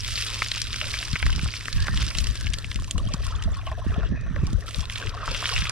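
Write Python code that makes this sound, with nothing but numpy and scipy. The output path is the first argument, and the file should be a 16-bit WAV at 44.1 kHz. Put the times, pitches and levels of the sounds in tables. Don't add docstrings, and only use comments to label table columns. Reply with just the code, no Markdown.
import sys
import numpy as np
from scipy import signal
from scipy.fft import rfft, irfft, next_fast_len
from scipy.io import wavfile
from scipy.ndimage import map_coordinates

SR = 44100
rng = np.random.default_rng(int(sys.argv[2]) if len(sys.argv) > 2 else 0)


def generate_wav(signal):
    frames = np.transpose(np.atleast_2d(signal))
    scaled = np.clip(frames, -1, 1) * 32767
    pcm = np.round(scaled).astype(np.int16)
    wavfile.write(sys.argv[1], SR, pcm)


N = 251811

# pitch_hz, width_hz, gain_db
DEEP_MODES = [(403, 190, -1), (591, 130, 2)]
MIDDLE_MODES = [(1105, 136, -2), (1303, 560, 2.7), (1680, 260, -3.5)]


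def stream():
    # time_s, middling_db, fine_db
    flow = [(0.0, -37.5, -46), (0.2, -33.5, -41.5), (0.46, -39, -51), (0.89, -37.5, -46.5),
            (1.27, -40, -52.5), (1.55, -39.5, -51), (1.7, -45.5, -51.5), (1.83, -39, -52.5),
            (1.92, -47.5, -55), (2.0, -36.5, -51), (2.16, -42, -47), (2.5, -45, -55), (2.56, -53, -60),
            (2.86, -53.5, -56), (2.97, -56, -60), (3.12, -55, -61), (3.17, -62, -73), (3.25, -42, -49),
            (3.32, -53, -64.5), (3.66, -61, -62.5), (3.95, -58.5, -64.5), (4.1, -61, -90), (4.34, -71, -71),
            (4.5, -56, -62), (4.66, -59, -61), (4.68, -47.5, -49), (4.85, -51.5, -54), (4.875, -57, -68),
            (4.9, -50.5, -50.5), (5.08, -45, -55), (5.12, -55, -64), (5.24, -48, -63), (5.27, -40, -51.5),
            (5.36, -38, -54), (5.45, -31.5, -44.5), (5.71, -43.5, -53.5)]
    middling_db, fine_db = curves(flow)
    return middling_db - 7, middling_db, fine_db


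def clumps(decay_s=0.0025):
    decay = np.exp(-np.arange(0, 8 * decay_s, 1 / SR) / decay_s)
    return 1 + unit_rms(signal.oaconvolve(clicks(per_s=200, spread_db=3.4), decay)[:N])


def splatter():
    # frequency_hz, density_db
    spectrum = [(500, -54), (850, -73), (1170, 5.5), (1650, 11), (2570, 13), (4250, -3), (4860, -1.5),
                (5770, -4.5), (6290, -10.5), (8980, -10.5), (12500, -26.5), (14700, -30), (16000, -55)]
    stream_db, thickness = stream(), clumps()
    fizz = sum(band(rng.standard_normal(N) * (6 * thickness + clumps()), lo_hz, hi_hz)
               for lo_hz, hi_hz in [(700, 2200), (2200, 4200), (4200, 7500), (7500, 19000)])
    rings = [plink(hz, rng.uniform(2.4, 4.4), 0.043, 0.13) for hz in np.geomspace(950, 13000, 15)]
    drops = sum(signal.oaconvolve(clicks(40 * thickness, 4.8), ring / np.linalg.norm(ring))[:N]
                for ring in rings)
    drops = shaped(drops, np.sqrt)
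    water = shaped(unit_rms(fizz) + 0.55 * unit_rms(drops), lambda hz: amp(db_at(spectrum, hz)))
    fine = shaped(water, lambda hz: 1 / (1 + (7000 / (hz + 1)) ** 6))
    large = shaped(water, lambda hz: 1 / (1 + (hz / 3500) ** 8))
    middling = water - large - fine
    surge = amp(1.5 * drift(13)[0])
    return surge * sum(amp(db) * unit_rms(x) for db, x in zip(stream_db, (large, middling, fine)))


def small_slugs(count=16, lo_hz=1470, hi_hz=4900):
    when, size, pitch, crack, side = rng.random((count, 5)).T
    start_s = (np.arange(count) + when) / count * (N - 1) / SR
    level_db = stream()[1][(start_s * SR).astype(int)] + 12 + 17 * size ** 2
    ring_hz = lo_hz * (hi_hz / lo_hz) ** pitch
    return np.transpose([start_s, level_db, ring_hz, -30 + 18 * crack, 9 * (side - 0.5)])


def splats(slap_s=0.0012, lead_s=0.005, rebound_s=0.0033):
    # start_s, level_db, ring_hz, crack_db, leftward_pan
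    loud_slugs = [(0.1025, -25, 3570, -23, -5), (0.176, -14.5, 2770, -29, -3), (0.2433, -14, 3070, -3, 12),
                  (0.3511, -21, 3360, -17, 0), (0.4191, -2.5, 2140, -38, -0.5), (0.461, -12, 3120, -28, 0),
                  (0.5152, -1.5, 4140, -48, 2), (0.4835, -12, 4500, -15, 0), (0.557, -20, 2900, -25, 0),
                  (0.589, -19, 3200, -20, 0), (0.568, -22, 1360, -22, 4), (0.616, -6, 5250, -18, 7),
                  (0.6685, -15, 3530, -26, -2), (0.7285, -9.5, 3630, -32, -3), (0.741, -10.5, 2300, -11, 3),
                  (0.7589, -10.5, 2390, 2, -1), (0.8123, -5.5, 2720, -43, 2), (0.804, -17, 3300, -12, -2),
                  (0.841, -13.5, 2500, -18, 0), (0.8824, -18, 2000, -11, -2), (0.9076, -13, 4100, -28, -4),
                  (0.9383, -3.5, 2200, -41, 6), (0.9687, -19, 2250, -18, 0), (0.9876, -11, 4840, -17, 2),
                  (1.0001, -14, 2670, -13, 2), (1.0264, -8.5, 2700, -26, 2), (1.078, -21, 1600, -21, 5),
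                  (1.1164, -18, 4400, -18, -1), (1.1293, -12, 4200, -25, -1), (1.1597, -12, 2230, -27, -1),
                  (1.1552, -5, 2140, -41, 2), (1.1995, -17, 2230, -27, 3), (1.2263, -4.5, 2170, -42, 0),
                  (1.2631, -5.5, 1840, -11, 0.5), (1.2953, -18, 1550, -31, -1), (1.3269, -10, 2780, -31, 1),
                  (1.3598, -11, 4730, -25, -2), (1.3794, -18.5, 1270, -18, 6), (1.3917, -12, 2340, -39, -3),
                  (1.4576, -19, 1300, -29, 3), (1.4854, -15, 2400, -23, 1), (1.5374, -13.5, 2400, -33, -3),
                  (1.6078, -19.5, 2470, -29, -7), (1.655, -13, 2620, -11, -3), (1.6813, -14, 1790, -31, 4),
                  (1.7273, -12, 3960, -27, -5), (1.8238, -17, 4360, -32, -12), (1.8814, -6, 1510, -48, -2),
                  (1.9728, -8, 3300, -23, -3), (1.868, -11, 1930, -12, 0), (1.9979, -19, 1410, -22, 9),
                  (2.009, -22, 1330, -20, 0), (2.0246, -8.5, 2190, -8, 4), (2.0842, -12.5, 3940, -15, 0),
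                  (2.1093, -16, 2240, -22, 0), (2.1495, -8, 2980, -15, 2), (2.1714, -11.5, 2870, 6, 10),
                  (2.1842, -3.5, 3880, -10, -1), (2.2413, -10, 4100, -37, 0), (2.2681, -10.5, 2900, -5, -2),
                  (2.3532, -12, 1750, 13, 7), (2.4089, -16, 1680, 6, 4), (2.4671, -11.5, 2820, -24, -3.5),
                  (2.5012, -21, 3600, 3, 3), (2.5338, -10, 3250, -4.5, 4), (2.538, -5.5, 4560, -19, 3),
                  (2.5494, -35, 4500, -3, 3), (2.5845, -14.5, 1860, 12, -5), (2.6435, -13, 2740, -25, 2),
                  (2.6644, -26, 5500, -5, 5), (2.7137, -8.5, 3330, -38, 4), (2.7432, -19, 5060, -17, 6),
                  (2.7975, -21.5, 6000, -3, 0), (2.7576, -11, 2800, -5.5, 2), (2.8206, -24, 1160, 2, 1),
                  (2.8425, -18, 2750, -4, 3), (2.879, -24, 2730, -2, 1), (2.9091, -5.5, 3150, 3, 0),
                  (2.9791, -14, 1160, 7, -2), (3.0864, -21.5, 2900, -2, 5), (3.136, -9, 5550, -5, -1),
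                  (3.1405, -13, 1150, -3, 0), (3.2406, -22, 2940, -8, -1), (3.4228, -14, 2940, -3, 4),
                  (3.4365, -19, 5500, -5, -1), (3.569, -24, 3220, 3, 8), (3.6132, -28, 2500, -21, 3),
                  (3.6666, -21, 2880, -15, -1), (3.714, -24, 1770, -13, 2), (4.0307, -19.5, 1370, -30, 2),
                  (4.2094, -33, 5920, 6, -4), (4.361, -17, 1730, -49, 4), (4.4675, -17, 4860, -20, -1),
                  (4.5292, -20, 1290, 15, -3), (4.6064, -22.5, 4470, 3, 1), (4.6881, -17.5, 1300, 7, -3),
                  (4.7077, -17, 2880, -15, -1), (4.7442, -13, 3570, -22, -1), (4.7676, -25, 5300, -3, -1),
                  (4.793, -18.5, 5160, -37, 2), (4.805, -12, 5050, -17, 2), (4.8194, -29, 5300, -3, -1),
                  (4.8537, -17, 3750, -24, -1), (4.8971, -12, 3120, -20, -2), (4.9222, -21, 3290, 2, -1),
                  (4.936, -20, 3100, -4, -1), (4.9568, -5, 3200, -25, 1), (4.975, -14, 2830, -21, -2),
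                  (4.9801, -15, 3040, 2, 1), (5.0155, -17, 2900, -13, -1), (5.061, -22, 5300, -15, 2),
                  (5.0694, -13, 2750, -28, -1), (5.0918, -21, 5240, -7, 6), (5.2765, -13.5, 1280, -23, -3),
                  (5.3458, -9.5, 3120, -42, 0), (5.3851, -24, 2880, -28, 5), (5.4245, -14, 1090, -32, 0),
                  (5.4405, -12.5, 1720, -17, -3), (5.455, -6.5, 2940, -34, -3),
                  (5.4899, -8.5, 2800, -11, -6), (5.5621, -8.5, 2460, -37, -5), (5.578, -4, 2940, -34, 5),
                  (5.6192, -13, 2600, -30, -1), (5.653, -7, 2400, -33, 4), (5.694, -4.5, 2300, -4, -1)]
    slugs = np.vstack([loud_slugs, small_slugs()])
    out, t = np.zeros((2, N)), np.arange(2000) / SR
    noise, chances = rng.standard_normal((len(slugs), len(t))), rng.random((len(slugs), 2))
    thud = sum(amp(db) * np.sin(2 * np.pi * hz * t) * np.exp(-np.pi * width_hz * t)
               for hz, width_hz, db in DEEP_MODES + MIDDLE_MODES)
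    leads = band(noise[:, ::-1] * (t < lead_s) * t / lead_s, 1850, 5500)
    bursts = noise * np.exp(-t / slap_s)
    cracks = band(band(bursts, 2530, 8400), 1060, 11700) + 0.85 * band(bursts, 5280, 5500)
    fizzes = band(noise * np.exp(-t / 0.059), 1600, 8000)
    for i, (start_s, db, hz, crack_db, pan) in enumerate(slugs):
        wait, pitch = chances[i]
        slap = 1.26 * band(bursts[i], 1.04 * hz, 1.06 * hz) + 0.59 * band(bursts[i], 0.48 * hz, 1.5 * hz)
        slap += amp(crack_db + 6) * cracks[i]
        add(slap, 0, 0.77 * plink(hz, 1.44, 0.0027, 0.24))
        add(slap, 0.00058 + 0.001245 * wait, 0.3 * plink(hz * (0.53 + 0.16 * pitch), 1.28, 0.05, 0.22))
        add(slap, rebound_s * (1 + pitch), amp(-13) * slap)
        slap = band(slap, 780, 10500)
        thud_db = -25 - 10.5 * np.log2(hz / 2000)
        splat = slap / abs(slap).max() + amp(-32) * fizzes[i] + amp(thud_db) * thud
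        gain = amp(db - 6) * amp([[0.13 * pan], [-0.6 * pan]])
        add(out, start_s + 0.0015, gain * splat)
        add(out, start_s + 0.001508 - lead_s, gain * amp(-13) * leads[i])
    return out


def churn(modes, bubble_gain):
    turbulence = rng.standard_normal(N) * amp(4.3 * np.tanh(drift(25)[0]))
    wander = 1 + 0.052 * drift(7.9)[0]
    slosh = sum(amp(db) * unit_rms(resonate(turbulence, hz * wander, width_hz))
                for hz, width_hz, db in modes)
    bubbles = sum(amp(db) * signal.oaconvolve(clicks(25, 1.34), plink(hz * ratio, 3.65, 0.0022, 0.13))[:N]
                  for hz, _, db in modes for ratio in rng.uniform(0.86, 1.217, 3))
    return unit_rms(unit_rms(slosh) + bubble_gain * unit_rms(bubbles))


def gurgle():
    # time_s, deep_db, middle_db
    levels = [(0.0, -60, -55), (0.32, -54.5, -46), (0.57, -62, -55), (0.78, -59, -47.5), (1.02, -53, -49.5),
              (1.16, -66, -46.5), (1.61, -60, -53.5), (1.88, -61, -47), (2.02, -58, -46), (2.18, -53, -51),
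              (2.51, -60, -54), (2.83, -62, -59), (3.07, -53.5, -56.5), (3.34, -55.5, -49.5),
              (3.55, -56, -47), (3.75, -81, -56.5), (3.96, -46.5, -42.5), (4.13, -52, -56),
              (4.36, -57.5, -47), (4.6, -55, -54.5), (4.8, -54.5, -47), (4.93, -65, -51.5),
              (5.02, -50, -42.5), (5.1, -52, -48.5), (5.2, -49.5, -42.5), (5.34, -49.5, -43),
              (5.71, -57.5, -42.5)]
    deep_db, middle_db = curves(levels)
    return amp(deep_db) * churn(DEEP_MODES, 3.3) + amp(middle_db) * churn(MIDDLE_MODES, 1.28)


def froth():
    # time_s, level_db
    levels = [(2.95, -72), (3.05, -68), (3.12, -47), (3.19, -61), (3.25, -50), (3.3, -57), (3.4, -46),
              (3.5, -55), (3.58, -51), (3.64, -66), (3.68, -49), (3.76, -65), (3.95, -47), (4.07, -52),
              (4.15, -79), (4.3, -54.5), (4.66, -64), (4.685, -44), (4.77, -46), (4.84, -48), (4.875, -62),
              (4.9, -45), (5.0, -46), (5.09, -48), (5.12, -54), (5.25, -48), (5.45, -39.5), (5.7, -40)]
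    # pitch_hz, width_hz, gain_db
    shallow_modes = [(2790, 390, 2), (3310, 590, -4.5), (4500, 780, -12.5), (5170, 600, -8),
                     (7300, 1800, -12.5)]
    level_db = curves(levels)[0] + 4 * drift(5.2)[0]
    return during(levels) * amp(level_db) * churn(shallow_modes, 1.2)


def glugs():
    # start_s, peak_db, pitch_hz
    bubbles = [(0.821, -37, 600), (2.788, -40, 1060), (2.878, -39.5, 1004), (2.955, -35.5, 1040),
               (2.979, -39, 494), (2.9794, -29.5, 2840), (3.04, -51, 596), (3.071, -32, 3150),
               (3.105, -37, 587), (3.133, -33.5, 3160), (3.139, -32.5, 1122), (3.263, -33.5, 1090),
               (3.323, -30.5, 1260), (3.345, -34.5, 1120), (3.351, -33, 3360), (3.3924, -39, 3080),
               (3.42, -38, 2700), (3.474, -34.5, 638), (3.567, -33.5, 1070), (3.587, -39, 1080),
               (3.664, -33.5, 2980), (3.674, -33, 2950), (3.612, -39.5, 2400), (3.715, -39, 1800),
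               (3.748, -42, 1650), (3.53, -40, 3420), (3.31, -42, 3200), (3.305, -38.5, 984),
               (3.385, -39, 1250), (3.085, -36, 1100), (3.165, -44, 560), (3.2, -45, 570),
               (3.67, -29, 1080), (3.668, -33, 645), (3.675, -38, 705), (3.716, -32, 1035),
               (3.722, -36.5, 650), (3.03, -43, 4400), (3.557, -45, 4330), (3.586, -39, 3450),
               (5.023, -31.5, 1580), (5.195, -37, 1190), (3.685, -36, 1075), (3.714, -32.5, 655),
               (3.776, -35, 674), (3.79, -35, 647), (4.623, -38.5, 1800), (2.995, -35.5, 1135),
               (3.191, -40, 1090), (3.277, -34, 1340), (3.817, -35.5, 1036), (3.842, -40, 620),
               (3.52, -42, 640), (3.63, -44, 654), (3.9, -42, 665), (4.03, -36, 674), (0.86, -41, 540),
               (3.96, -33, 680), (3.983, -30.5, 440), (4.02, -36, 1360), (4.36, -33, 560),
               (4.383, -37, 1350), (4.474, -35, 1090), (4.582, -39.5, 524), (4.64, -44, 525),
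               (4.75, -42, 545), (5.05, -34.5, 414), (5.31, -34.5, 503), (5.51, -35, 454),
               (4.679, -35, 1300), (4.829, -37, 1050), (5.011, -38, 450), (5.138, -32, 1040),
               (5.174, -29.5, 1215), (5.229, -26.5, 1216), (5.281, -36, 1300), (3.374, -46, 1310),
               (3.41, -38, 1240), (3.438, -36, 3390), (3.05, -44, 2950), (3.89, -42, 2730),
               (3.96, -47, 2730), (3.36, -41, 6850), (3.517, -40, 7000), (5.491, -28, 1244),
               (5.521, -27, 1080), (5.669, -32, 1260)]
    out = np.zeros(N)
    for start_s, db, hz in bubbles:
        t60_s = 0.043 * (1000 / hz) ** 0.39
        cycles = t60_s * hz / np.log(1000)
        add(out, start_s, amp(db) * plink(hz, 0.8 * cycles, 0.006, 0.35))
        for wait, pitch in rng.random((3, 2)):
            neighbour = plink(hz * (0.62 + 0.8 * pitch), 0.83 * cycles, 0.015, 0.24)
            add(out, start_s + 0.014 * wait, amp(db - 11) * neighbour)
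    return out


def whistles():
    # time_s, level_db, pitch_hz
    whistle = [(1.3, -96, 1890), (1.6, -61, 1740), (1.85, -41, 1800), (2.0, -47.5, 1820), (2.2, -66, 1760),
               (2.4, -45, 1720), (2.7, -51.5, 1720), (2.95, -68, 1680), (3.3, -58.5, 1820),
               (3.75, -59, 1730), (3.9, -48.5, 1750), (4.1, -53, 1770), (4.3, -53.5, 1730),
               (4.7, -62, 1770)]
    # time_s, level_db, pitch_hz
    falling_tone = [(4.13, -87, 2480), (4.17, -53, 2480), (4.25, -57, 2470), (4.33, -62, 2170),
                    (4.37, -94, 2150)]
    out = np.zeros(N)
    sway, flutter = drift(3.9, count=2)
    for rows, width_hz in ((whistle, 230), (falling_tone, 190)):
        level_db, hz = curves(rows)
        tone = unit_rms(resonate(rng.standard_normal(N), hz * (1 + 0.031 * sway), width_hz))
        out += during(rows) * amp(level_db + 3.1 * flutter) * tone
    return out


def ports(water, lag_s=4.4e-5, scatter_s=2.2e-5):
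    # frequency_hz, left_minus_right_db
    shade = [(60, 4), (120, -6), (240, -3), (480, -1), (950, -1.5), (1890, 0), (3770, 0), (7520, -4),
             (15000, -9.5)]
    bearing, balance = drift(144, count=2)
    late = map_coordinates(water[0], [np.arange(N) - (lag_s + scatter_s * bearing) * SR], order=3)
    left = shaped(late * amp(2.92 * balance), lambda hz: amp(db_at(shade, hz) / 2))
    right = shaped(water[1] / amp(0.14 * balance), lambda hz: amp(-db_at(shade, hz) / 2))
    return np.array([left, right])


def gusts(breeze_db=-36.5, rise_s=0.022, fall_s=0.064):
    # start_s, hold_s, level_db, left_minus_right_db, upper_bass_relative_db
    blows = [(0.0, 0.2, -39.5, -10, -28), (0.701, 0.22, -41, 1, -4.5), (1.114, 0.01, -31, 5, -12),
             (1.238, 0.066, -19, 5.5, -21), (1.356, 0.028, -27.5, -4.5, -4), (1.435, 0.026, -25.5, 1, -14),
             (1.75, 0.076, -20, -2.5, -20), (1.91, 0.15, -22.5, -2.5, -15.5), (2.165, 0.13, -27, 9, -9.5),
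             (2.391, 0.16, -28, 3.5, -13.5), (2.646, 0.031, -31, 11, -15), (2.763, 0.079, -27.5, 7, -11.5),
             (2.955, 0.15, -24.5, 5, -13.5), (3.195, 0.2, -28.5, 7, -21), (3.461, 0.041, -22.5, -3, -20),
             (3.558, 0.35, -33, 3.5, -38), (3.874, 0.029, -24, 1, -15), (3.978, 0.069, -25, 6.5, -16.5),
             (4.103, 0.033, -26, -4.5, -4), (4.205, 0.25, -27.5, -4, -11), (4.37, 0.15, -30.5, 6.5, -4.5),
             (4.539, 0.019, -26.5, 13, -7.5), (4.774, 0.013, -30.5, 21, -17),
             (5.058, 0.026, -31.5, 16.5, -19), (5.282, 0.037, -29.5, 11, -12), (5.538, 0.08, -23, 0.5, -34)]
    t = np.arange(0, N / SR, 0.002)
    power = amp([[[breeze_db]], [[breeze_db - 19]]]) ** 2
    for start_s, hold_s, db, pan_db, upper_db in blows:
        end_s = start_s + hold_s
        envelope = np.interp(t, [start_s - rise_s, start_s, end_s, end_s + fall_s], [0, 1, 1, 0])
        power = power + (amp([[[db]], [[db + upper_db]]]) * panned(pan_db) * envelope) ** 2
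    return np.array([[np.interp(np.arange(N) / SR, t, port) for port in layer]
                     for layer in np.sqrt(power)])


def wind():
    # frequency_hz, density_db
    spectrum = [(8.8, -16), (15, -0.5), (32, 6), (62, 8), (102, -0.5), (140, -8), (180, -17.5), (310, -120)]
    # start_s, peak_db, pitch_hz, left_minus_right_db
    thumps = [(1.132, -22.5, 135, 20), (1.253, -22, 131, 8), (1.432, -20.5, 164, -9),
              (1.76, -30.5, 156, -21), (1.892, -35.5, 150, -32), (2.181, -22, 146, 4),
              (2.446, -30.5, 175, 12), (2.757, -28, 135, 14), (2.947, -22.5, 155, 10),
              (3.07, -23.5, 176, 8), (3.14, -21, 173, 9), (3.458, -26.5, 156, 16), (3.865, -31, 240, -33.5),
              (3.979, -19, 187, -12), (4.108, -22, 124, -13), (4.309, -22.5, 155, -10),
              (4.214, -24.5, 106, -11), (4.334, -21, 75.5, -6), (4.386, -16, 82, 0),
              (4.431, -15.5, 121, -9), (4.4348, -22, 298, -7), (4.47, -25, 70, 5), (4.53, -22, 210, -14),
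              (4.543, -17, 89, 13), (4.783, -26, 170, -12), (5.293, -47, 133, 2), (5.625, -27.5, 155, 11)]
    rumble_gain, upper_gain = gusts()
    lumps = amp(2.25 * np.tanh(drift(37, count=2)))
    rumble = shaped(rng.standard_normal((2, N)), lambda hz: amp(db_at(spectrum, hz))) * lumps
    common, right_only = rng.standard_normal((2, N)) * amp(5.6 * np.tanh(drift(32)))
    eddies = np.array([common, 0.8 * common + 1.95 * right_only])
    upper_bass = shaped(eddies, lambda hz: (hz > 110) / (1 + (hz / 190) ** 3.6))
    out = rumble_gain * unit_rms(rumble) + upper_gain * unit_rms(upper_bass)
    for start_s, db, hz, pan_db in thumps:
        add(out, start_s, amp(db) * panned(pan_db) * plink(hz, cycles=0.56, glide=-0.054, onset=0.93))
    return out


def hum(pitch_hz=107.2, level_db=-39):
    wander, swell = drift(2.53, count=2)
    return amp(level_db + 0.5 * swell) * np.sin(2 * np.pi * np.cumsum(pitch_hz + 0.5 * wander) / SR)


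def air(rms_db=-56):
    # frequency_hz, density_db
    spectrum = [(120, -30), (200, 22), (330, 18.5), (500, 1), (800, -17), (2000, -30), (3900, 7.5),
                (4800, -20), (5500, 1), (6100, 8), (6600, -30), (9000, -19), (16000, -35)]
    common, right_only = rng.standard_normal((2, N))
    noise = np.array([common, 0.76 * common + 0.12 * right_only])
    return amp(rms_db) * unit_rms(shaped(noise, lambda hz: amp(db_at(spectrum, hz))))


def plink(hz, cycles, glide, onset):
    age = np.arange(int(6 * cycles * SR / hz) + 8) * hz / (cycles * SR)
    envelope = (1 - np.exp(-age / onset)) ** 2 * np.exp(-age)
    ring = envelope * np.sin(2 * np.pi * cycles * age * (1 + glide * age))
    return ring / abs(ring).max()


def resonate(x, hz, width_hz):
    carrier = np.exp(2j * np.pi * np.cumsum(hz) / SR)
    pole = np.exp(-np.pi * width_hz / SR)
    return (carrier * signal.lfilter([1], [1, -2 * pole, pole * pole], x / carrier)).real


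def clicks(per_s, spread_db):
    return amp(spread_db * np.minimum(rng.exponential(1, N), 4.5)) * (rng.random(N) < per_s / SR)


def drift(rate_hz, count=1):
    return unit_rms(shaped(rng.standard_normal((count, N)), lambda hz: 1 / (1 + (hz / rate_hz) ** 2)))


def shaped(x, gain):
    size = next_fast_len(N)
    return irfft(rfft(x, size) * gain(np.fft.rfftfreq(size, 1 / SR)), size)[..., :N]


def band(x, lo_hz, hi_hz):
    return signal.lfilter(*signal.butter(2, [lo_hz, min(hi_hz, 0.45 * SR)], "band", fs=SR), x)


def db_at(spectrum, hz):
    points_hz, db = np.transpose(spectrum)
    return np.interp(np.log(hz + 1), np.log(points_hz + 1), db)


def curves(rows):
    time_s, *columns = np.transpose(rows)
    return [np.interp(np.arange(N) / SR, time_s, column) for column in columns]


def during(rows):
    t = np.arange(N) / SR
    return (t > rows[0][0]) & (t < rows[-1][0])


def add(mix, start_s, sound):
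    part = mix[..., max(round(start_s * SR), 0):][..., :sound.shape[-1]]
    part += sound[..., :part.shape[-1]]


def amp(db):
    return 10 ** (np.asarray(db) / 20)


def panned(pan_db):
    return amp([[pan_db / 2], [-pan_db / 2]])


def unit_rms(x):
    return x / np.sqrt(np.mean(x ** 2) + 1e-20)


def scene():
    water = splatter() + gurgle() + froth() + glugs() + whistles() + splats()
    return ports(water) + wind() + hum() + air()


def record(dry):
    lowpass = signal.firwin(511, 16000, window=("kaiser", 9), fs=SR)
    return signal.oaconvolve(dry, lowpass[None], "same")


dry = scene()
out = record(dry)
generate_wav(out)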